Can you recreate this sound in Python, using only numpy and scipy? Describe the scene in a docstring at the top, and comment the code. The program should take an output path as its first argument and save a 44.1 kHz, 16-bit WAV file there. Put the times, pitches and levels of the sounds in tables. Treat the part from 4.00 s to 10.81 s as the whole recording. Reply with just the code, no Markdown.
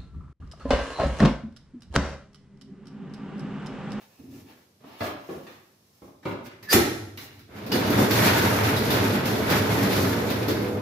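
"""A jacket swishes and things get bumped as someone squeezes past a tractor in a steel-clad farm shop.
The latch of an overhead door squeaks as it slides, then slams against its stop. The door is lifted
by hand: its panels drum, its rollers rattle up the tracks and its loose hinges clack and jingle.
A low groan comes near the end. The knocks and rattles echo around the shop, over a faint hush of air."""
import sys
import numpy as np
from scipy import signal
from scipy.fft import rfft, irfft
from scipy.io import wavfile

SR = 44100
rng = np.random.default_rng(int(sys.argv[2]) if len(sys.argv) > 2 else 0)


def master(y):
    """Save y as 16-bit WAV."""
    cut = np.clip(np.atleast_2d(y).T, -1, 1)
    pcm = np.round(cut * 32767)  # scale
    wavfile.write(sys.argv[1], SR, pcm.astype(np.int16))


N = 300321

# The lift, a hard heave and then a push overhead. Speed is given as rattle loudness: time_s, speed_db
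DOOR_SPEED = [(3.48, -65), (3.57, -43), (3.7, -45.5), (3.75, -31.5), (3.88, -30.5), (3.97, -28.5),
              (4.09, -28), (4.25, -22.5), (4.38, -25.5), (4.6, -27.5), (4.85, -30.5), (5.0, -27),
              (5.19, -32.5), (5.45, -31), (5.52, -26.5), (5.66, -30), (5.98, -27), (6.2, -33), (6.55, -35),
              (6.81, -44)]
# The panels sway after being leant on and after the slam: start_s, level_db
PANEL_SWAYS = [(2.4, -55), (2.75, -38.5)]
# Steel hits steel at the latch, hinges and track joints: start_s, level_db, hardness_db
STEEL_CLACKS = [(2.627, -36.5, 3.5), (3.004, -53, -4), (3.174, -33.5, 7), (3.392, -45, 3.5),
                (3.561, -45, 0), (3.6637, -33, 2.5), (3.7201, -15.5, -1.5), (3.902, -18.5, -3.5),
                (4.1087, -16.5, 4), (4.4124, -24, 3), (4.765, -27, 9.5), (4.9032, -18, 3), (5.255, -27, 10),
                (5.5004, -19, 4.5), (5.928, -23, 3), (6.3016, -22.5, 0), (6.4822, -18, -2)]
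# Dry parts squeak and groan as they slide: peak_s, width_s, pitch_hz, level_db
DRY_SQUEAKS = [(.17, 0.06, 2550, -71), (2.701, 0.013, 1742, -30), (2.714, 0.01, 4820, -25),
               (6.76, 0.1, 492, -33.5)]
# Steps and bumps on the way to the door: start_s, level_db, hardness_db
WALKER_KNOCKS = [(0.009, -50.5, -1), (0.515, -50, 8), (0.803, -48, -2), (0.836, -38, -4.5),
                 (1.004, -16.5, 1), (1.286, -26, -5), (1.465, -38, 9), (2.017, -38, -5.5),
                 (2.227, -40.5, 6), (2.252, -18, -1.5), (2.455, -46, 16)]
# Swishes of the work jacket: peak_s, width_s, level_db, extra_hiss_db
JACKET_SWISHES = [(.01, 0.029, -52, -5), (.2, 0.12, -61, 2.5), (.385, 0.044, -54.5, 3),
                  (.505, 0.024, -51, -5), (.6, 0.062, -62.5, 2), (.95, 0.062, -49, -9),
                  (1.07, 0.042, -42.5, -0.5), (1.35, 0.15, -53, -1), (1.65, 0.089, -71, 7),
                  (1.98, 0.12, -68.5, 7), (2.465, 0.016, -53.5, 6), (3.23, 0.03, -48, 5),
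                  (3.33, 0.064, -53, -2)]

# The notes a part rings at, and how long each takes to fade by 60 dB: pitch_hz, level_db, fade_s
PANEL_NOTES = [(101.2, -3, 0.52), (108.7, -1.5, .6), (132.7, -6.5, 0.59), (230.6, -5.5, 0.38),
               (289, -7, 0.12), (353, -8.5, 0.071), (401.5, -12.5, 0.28), (483, -16, 0.54)]   # door panels
STEEL_NOTES = [(1466, 8, 0.3), (1740, -13, 0.17), (3460, -3, 0.15), (4200, -14, 0.2), (4825, -21, .15),
               (6200, -15, .2), (7307, -5, .2), (11400, -15, .15), (11800, -8, .15), (11500, -13, .15),
               (13000, -3, .1), (13300, -11, .1), (14056, -13, .15)]   # track and fittings
TRACK_NOTES = [(2915, 0, 0.43), (3400, -6.5, .3), (4640, 1, .07), (4950, -3, .05), (5360, -14, 0.092)]   # the track when it is jerked
RUB_NOTES = [(267, -3, 0.12)]   # the dull rub

# Tone colours, or how strong a sound is from low to high: frequency_hz, level_db
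RUMBLE_TONE = [(25, -28), (38, -41), (88, -5.5), (104, 1.5), (171, -5), (225, -0.5), (295, -2.5),
               (320, -4.5), (393, -2.5), (495, -7), (540, -11.5), (650, -12), (900, -17.5), (1300, -23),
               (2500, -58)]   # shaken panels
ROLLER_TONE = [(310, -22), (520, -6), (725, -5.5), (886, -4), (1090, -7.5), (1500, -5), (2160, -8),
               (3090, -15), (3380, -15.5), (4200, -22), (5460, -26), (9240, -120)]   # rollers in their tracks
HINGE_TONE = [(2060, -39), (3500, -3.5), (4620, -4), (6210, -5), (8360, -13), (8960, -11.5), (9850, -8),
              (13100, -3), (14900, -7.5), (15500, -20), (15800, -24)]   # loose hinges
CLACK_TONE = [(50, -31), (100, -4.5), (350, 7), (700, -3.5), (2000, 2.5), (3200, -3), (5000, 4),
              (8500, -10), (12000, 2.5), (15500, 4)]   # steel on steel
SLAM_TONE = [(260, -33), (450, 2), (492, -10.5), (802, -2), (1180, -10), (1470, -4.5), (2040, -5),
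             (2430, -11), (6570, -12), (8450, -17), (12400, -7.5), (15500, -16)]   # the bolt hitting its stop
BOOM_TONE = [(21, -77), (35, -37), (58, -11), (86, -0.5), (171, -4), (222, 5.5), (254, 0.5), (336, 5.5),
             (509, -11), (650, -8), (840, -53), (1430, -120)]   # panels after the slam
KNOCK_TONE = [(40, -30), (65, -9), (100, -3), (170, -3), (260, -0.5), (360, -0.5), (480, -5), (580, -1),
              (720, -10), (1020, -8.5), (1500, -17.5), (2200, -20), (3000, -27), (4600, -29.5), (8300, -44),
              (12500, -44), (15500, -40)]   # steps and bumps
JACKET_TONE = [(350, -3), (700, 6.5), (1500, 0), (2600, 5), (5500, 8.5), (8500, -3), (12500, 3), (15500, 4)]   # sliding cloth
RUB_TONE = [(29, -55), (50, -35), (86, -4), (162, -11), (275, -1.5), (515, -20), (562, -34), (621, -23),
            (928, -40), (1000, -40), (1300, -61), (2200, -120)]   # the dull rub
AIR_TONE = [(18, -35), (30, -37), (85, 1), (230, -0.5), (921, -16), (1720, -23.5), (5450, -18), (8720, -26),
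            (12600, -21), (15500, -34)]   # still air in the shop


def rolling_door(panel_db=-6, skin_db=1.0, rattle_db=-0.23, jingle_db=-1, steel_db=-14, lowest_hz=58):
    """Rollers bump along both tracks and shake the panels; loose hinges jingle against them."""
    rumble, rattle, jingle = door_motion()
    sway = sum(from_db(db) * envelope(s, rise_s=0.065, hold_s=0, fall_db_per_s=26.5)
               for s, db in PANEL_SWAYS)
    panels = rms_one(ring(stereo_noise(N), PANEL_NOTES))
    skin = rms_one(colour(sum(shop(contacts(300, 1.7)) for track in range(2)), RUMBLE_TONE))
    rollers = rms_one(colour(sum(shop(contacts(90, 3.8)) for roller in range(4)), ROLLER_TONE))
    hinge_taps = sum(shop(contacts(170, 2.8), direct_db=-18) for track in range(2))
    hinges = rms_one(colour(hinge_taps, HINGE_TONE))
    # three steel parts, each struck at its own moments
    steel = rms_one(sum(ring(shop(contacts(45, 1.6), direct_db=-9), STEEL_NOTES[part::3])
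                        for part in range(3)))
    low = rumble * (from_db(panel_db) * panels + from_db(skin_db) * skin) + sway * panels
    high = rattle * (from_db(rattle_db) * rollers + roller_jumps()) + jingle * from_db(jingle_db) * hinges
    ringing = np.sqrt(rattle * jingle) * from_db(steel_db) * steel
    return butter(low, lowest_hz, "high", order=4) + high + ringing   # thin panels give no deep bass


def door_motion(cruise_db=-30.5, sticking_db=1.0, sticking_hz=9.6, off_floor_s=3.77, shake_db=-23):
    """How strong the rumble, rattle and jingle are over time: a faster door is louder."""
    t = np.arange(N) / SR
    times, levels = np.transpose(DOOR_SPEED)
    moving = t > times[0]
    sticking = rms_one(butter(rng.standard_normal(N), sticking_hz, "low"))   # rollers catch and run free
    speed_db = np.interp(t, times, levels) + sticking_db * sticking
    muffled_db = 57 * np.minimum(t - off_floor_s, 0)   # the floor quiets the panels until they lift clear
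    rumble = moving * from_db(-26 + 0.39 * (speed_db - cruise_db) + muffled_db)
    bend = from_db(-23.5) * swell(peak_s=4.005, width_s=0.019)   # the top panel booms into the curve
    jingle = from_db(-36.5 + 1.29 * (speed_db - cruise_db))
    # while the door moves, each clack shakes the hinges for a moment
    shake = sum(from_db(db + hardness + shake_db) * envelope(s, 0.012, hold_s=0.017, fall_db_per_s=97)
                for s, db, hardness in STEEL_CLACKS)
    return rumble + bend, moving * from_db(speed_db), moving * np.hypot(jingle, shake)


def roller_jumps(per_s=9, spread_db=1.5, vs_rattle_db=-9.5):
    """Now and then a roller jumps in its track and gives a harder knock."""
    knocks = sum(shop(contacts(per_s, spread_db), direct_db=-9) for track in range(2))
    return from_db(vs_rattle_db) * rms_one(butter(knocks, [1000, 4800], "band", order=4))


def clacks():
    """Steel parts strike each other with short, bright hits."""
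    return hits(STEEL_CLACKS, CLACK_TONE, clatter_s=0.0062, clatter_db=-2.0, direct_db=-9.0,
                rise_s=0.00027, thud_db=-10.0, body_db=-18, crack_db=-16.5,
                treble_db=-14.5, treble_follows=0.69)


def track_jerk(start_s=3.7175, level_db=-29.5, room_db=-4):
    """As the door jerks free, the rollers snatch at the track, which rings briefly."""
    out = np.zeros((2, N))
    clank = ring(stereo_noise(SR) * blow(clatter_s=0.011, clatter_db=10), TRACK_NOTES)
    add(out, start_s, level_db, clank + from_db(room_db) * shop(clank))
    return out


def latch(slam_s=2.729, slam_db=-15, clatter_s=0.0085, steel_db=-26,
          boom_lag_s=0.00995, boom_db=-16, panel_db=-28, slide_s=0.053, slide_db=-20):
    """The bolt scrapes along its guide and hits the stop; parts clash, then the panels boom."""
    out = np.zeros((2, N))
    force = blow(clatter_s, clatter_db=9.0)
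    clash = sum(shop(blow(clatter_s, clatter_db=10), direct_db=-7.5) for part in range(4))
    boom = sum(shop(blow(clatter_s=0.014, clatter_db=-4.5)) for panel in range(3))
    bolt = butter(ring(stereo_noise(SR) * force, STEEL_NOTES), 3000, "high")   # a small bolt rings high
    add(out, slam_s, slam_db, colour(clash, SLAM_TONE))
    add(out, slam_s, steel_db, bolt)
    add(out, slam_s + boom_lag_s, boom_db, colour(boom, BOOM_TONE))
    add(out, slam_s + boom_lag_s, panel_db, ring(force[None], PANEL_NOTES))
    travel = np.maximum((np.arange(N) / SR - slam_s) / slide_s + 1, 0)   # 0 at rest, 1 at the stop
    grit = rms_one(butter(colour(stereo_noise(N), CLACK_TONE), 12000, "low"))
    scrape = from_db(slide_db) * (travel < 1) * travel ** 2.36 * grit   # louder as the bolt speeds up
    return out + scrape + from_db(-10) * shop(scrape)


def squeaks(room_db=-12, waver=0.014, flutter=0.33):
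    """Dry parts stick and slip, making tones that wobble in pitch and strength."""
    t, tones = np.arange(N) / SR, 0
    for peak_s, width_s, hz, db in DRY_SQUEAKS:
        wander, grip = rms_one(butter(rng.standard_normal((2, N)), 273, "low"))
        phase = 2 * np.pi * hz * (t + waver * np.cumsum(wander) / SR)
        tones = tones + from_db(db) * swell(peak_s, width_s) * (1 + flutter * grip) * np.sin(phase)
    return tones + from_db(room_db) * shop(tones)


def walker(swish_db=-3, scuff_lag_s=0.05, scuff_hiss_db=1, touch_lag_s=0.06, touch_db=-8):
    """Cloth swishes; boots and hips knock on things. A scuff and a softer touch follow each knock."""
    friction = colour(shop(contacts(700, 2.5), direct_db=-7), JACKET_TONE)
    swish, swish_hiss = 0, 0
    for peak_s, width_s, db, extra_hiss_db in JACKET_SWISHES:
        stroke = from_db(db + swish_db) * swell(peak_s, width_s)
        swish += stroke
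        swish_hiss += from_db(extra_hiss_db) * stroke
    scuff = sum(swell(s + scuff_lag_s, width_s=0.029) * from_db(-44.5 + 0.67 * db)
                for s, db, _ in WALKER_KNOCKS)
    dull = (swish + scuff) * rms_one(butter(friction, 2400, "low"))
    hiss = (swish_hiss + from_db(scuff_hiss_db) * scuff) * rms_one(butter(friction, 5500, "high"))
    knocks = hits(WALKER_KNOCKS, KNOCK_TONE, clatter_s=0.0076, clatter_db=18.5, direct_db=-7.5,
                  rise_s=0.0027, thud_db=-17.5, body_db=-14.5, crack_db=-21,
                  treble_db=-34.5, treble_follows=1.4, second_touch=(touch_lag_s, touch_db))
    return dull + hiss + knocks


def rub(level_db=-47):
    """Something rubs close by: a low rustle with a slightly weaker dull note."""
    rustle = rms_one(colour(stereo_noise(N), RUB_TONE))
    note = ring(contacts(400, 3.2)[None], RUB_NOTES)
    stroke = envelope(start_s=0.187, rise_s=0.012, hold_s=0.19, fall_db_per_s=85)
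    return from_db(level_db) * stroke * (rustle + note)


def shop(x, direct_db=-11, fade_s=0.67, treble_fade_s=0.28, treble_hz=4250):
    """A little sound arrives directly; the rest echoes off the walls, its highs fading first."""
    t, noise = np.arange(SR) / SR, stereo_noise(SR)
    dull = butter(noise, treble_hz, "low", order=1)
    echo = dull * 1000 ** (-t / fade_s) + (noise - dull) * 1000 ** (-t / treble_fade_s)
    response = rms_one(echo) / np.sqrt(SR) + from_db(direct_db) * (t == 0)
    return signal.oaconvolve(np.atleast_2d(x), response, axes=1)[:, :x.shape[-1]]


def still_air(level_db=-64):
    """The faint, low hush of the shop."""
    return from_db(level_db) * rms_one(colour(stereo_noise(N), AIR_TONE))


def hits(rows, tone, clatter_s, clatter_db, direct_db, rise_s, thud_db, body_db, crack_db,
         treble_db, treble_follows, second_touch=None):
    """Soft blows have more thud, hard ones more crack and treble; all echo in the shop."""
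    out = np.zeros((2, N))
    give = 1 - np.exp(-np.arange(1, SR + 1) / SR / rise_s)   # soft things give way before they push
    for s, db, hardness in rows:
        force = blow(clatter_s, clatter_db)
        if second_touch:
            lag_s, touch_db = second_touch
            late_blow = np.pad(blow(clatter_s, clatter_db), (round(lag_s * SR), 0))[:SR]
            force = force + from_db(touch_db) * late_blow
        sound = give * shop(colour(force, tone), direct_db)
        add(out, s, db - hardness + thud_db, butter(sound, 354, "low", order=4))
        add(out, s, db + body_db, butter(sound, [400, 1500], "band", order=3))
        add(out, s, db + hardness + crack_db, butter(sound, [1500, 4000], "band", order=3))
        add(out, s, db + treble_follows * hardness + treble_db, butter(sound, 4400, "high", order=4))
    return out


def blow(clatter_s, clatter_db):
    """One second of force: a first touch, then chatter that quickly dies."""
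    t = np.arange(SR) / SR
    chatter = rms_one(rng.standard_normal(SR) * np.exp(-t / clatter_s)) / np.sqrt(SR)
    return (t == 0) + from_db(clatter_db) * chatter


def contacts(per_s, spread_db):
    """Tiny taps at random moments, some stronger than others."""
    strength = from_db(spread_db * np.minimum(rng.exponential(1, N), 4))
    return (rng.random(N) < per_s / SR) * strength * rng.choice([-1, 1], N)


def ring(force, notes):
    """A struck part rings at its own notes, each fading at its own rate."""
    out = 0
    for hz, db, fade_s in notes:
        decay, angle = from_db(-60 / (fade_s * SR)), 2 * np.pi * hz / SR
        note = signal.lfilter([np.sin(angle)], [1, -2 * decay * np.cos(angle), decay ** 2], force + 1e-18)
        out = out + from_db(db) * rms_one(note)
    return out


def stereo_noise(size, wide_above_hz=596, side_db=0.1, bass_side_db=-21):
    """Noise from all around: left and right are alike in the lows, unrelated in the highs."""
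    mid, side = rng.standard_normal((2, size))
    side = from_db(side_db) * butter(side, wide_above_hz, "high")
    side += from_db(bass_side_db) * rng.standard_normal(size)
    return mid + side * np.array([[1], [-1]])


def colour(x, tone, size=4096):
    """Give a sound the tone colour from a table."""
    hz, db = np.transpose(tone)
    grid_hz = np.maximum(np.arange(size // 2 + 1) * SR / size, 1)
    gains = from_db(np.interp(np.log(grid_hz), np.log(hz), db))
    # build the filter so that nothing sounds before the hit (minimum phase)
    cepstrum = irfft(np.log(gains))
    cepstrum[1:size // 2] *= 2
    response = irfft(np.exp(rfft(cepstrum[:size // 2], size)))
    return signal.oaconvolve(np.atleast_2d(x), response[None], axes=1)[:, :x.shape[-1]]


def butter(x, hz, kind, order=2):
    """Keep the lows, the highs or a band in between."""
    return signal.sosfilt(signal.butter(order, hz, kind, fs=SR, output="sos"), x)


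def swell(peak_s, width_s):
    """A smooth, bell-shaped rise and fall."""
    return np.exp(-np.minimum(((np.arange(N) / SR - peak_s) / width_s) ** 2 / 2, 40))


def envelope(start_s, rise_s, hold_s, fall_db_per_s):
    """Rise, hold, then die away."""
    t = np.arange(N) / SR - start_s
    return np.clip(t / rise_s, 0, 1) * from_db(-fall_db_per_s * np.maximum(t - rise_s - hold_s, 0))


def add(out, start_s, db, sound):
    """Mix a sound in; db is the level of its first 34 ms."""
    at = max(round(start_s * SR), 0)
    part = rms_one(sound, size=1500)[:, :N - at]
    out[:, at:at + part.shape[1]] += from_db(db) * part


def rms_one(x, size=None):
    """Scale to an average strength (rms) of 1, judged on the first size samples."""
    return x / np.sqrt(np.mean(x[..., :size] ** 2) + 1e-20)


def from_db(db):
    """Turn decibels into a number to multiply by."""
    return np.exp(np.asarray(db) * (np.log(10) / 20))


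def scene():
    """Door, latch and walker over the still air of the shop."""
    mix = clacks() + still_air() + walker() + rub() + latch() + squeaks() + track_jerk() + rolling_door()
    return butter(mix, 48, "high")


def record(dry, left_db=-0.15, right_db=0.5, left_treble_loss=0.46, cutoff_hz=15550):
    """Make the left side a little duller, round off the peaks and cut the very top."""
    left = dry[0] - left_treble_loss * butter(dry[0], 14700, "high", order=1)
    both = np.tanh(np.array([from_db(left_db) * left, from_db(right_db) * dry[1]]))
    return signal.sosfilt(signal.ellip(12, .1, 80, cutoff_hz, fs=SR, output="sos"), both)


dry = scene()
out = record(dry)
master(out)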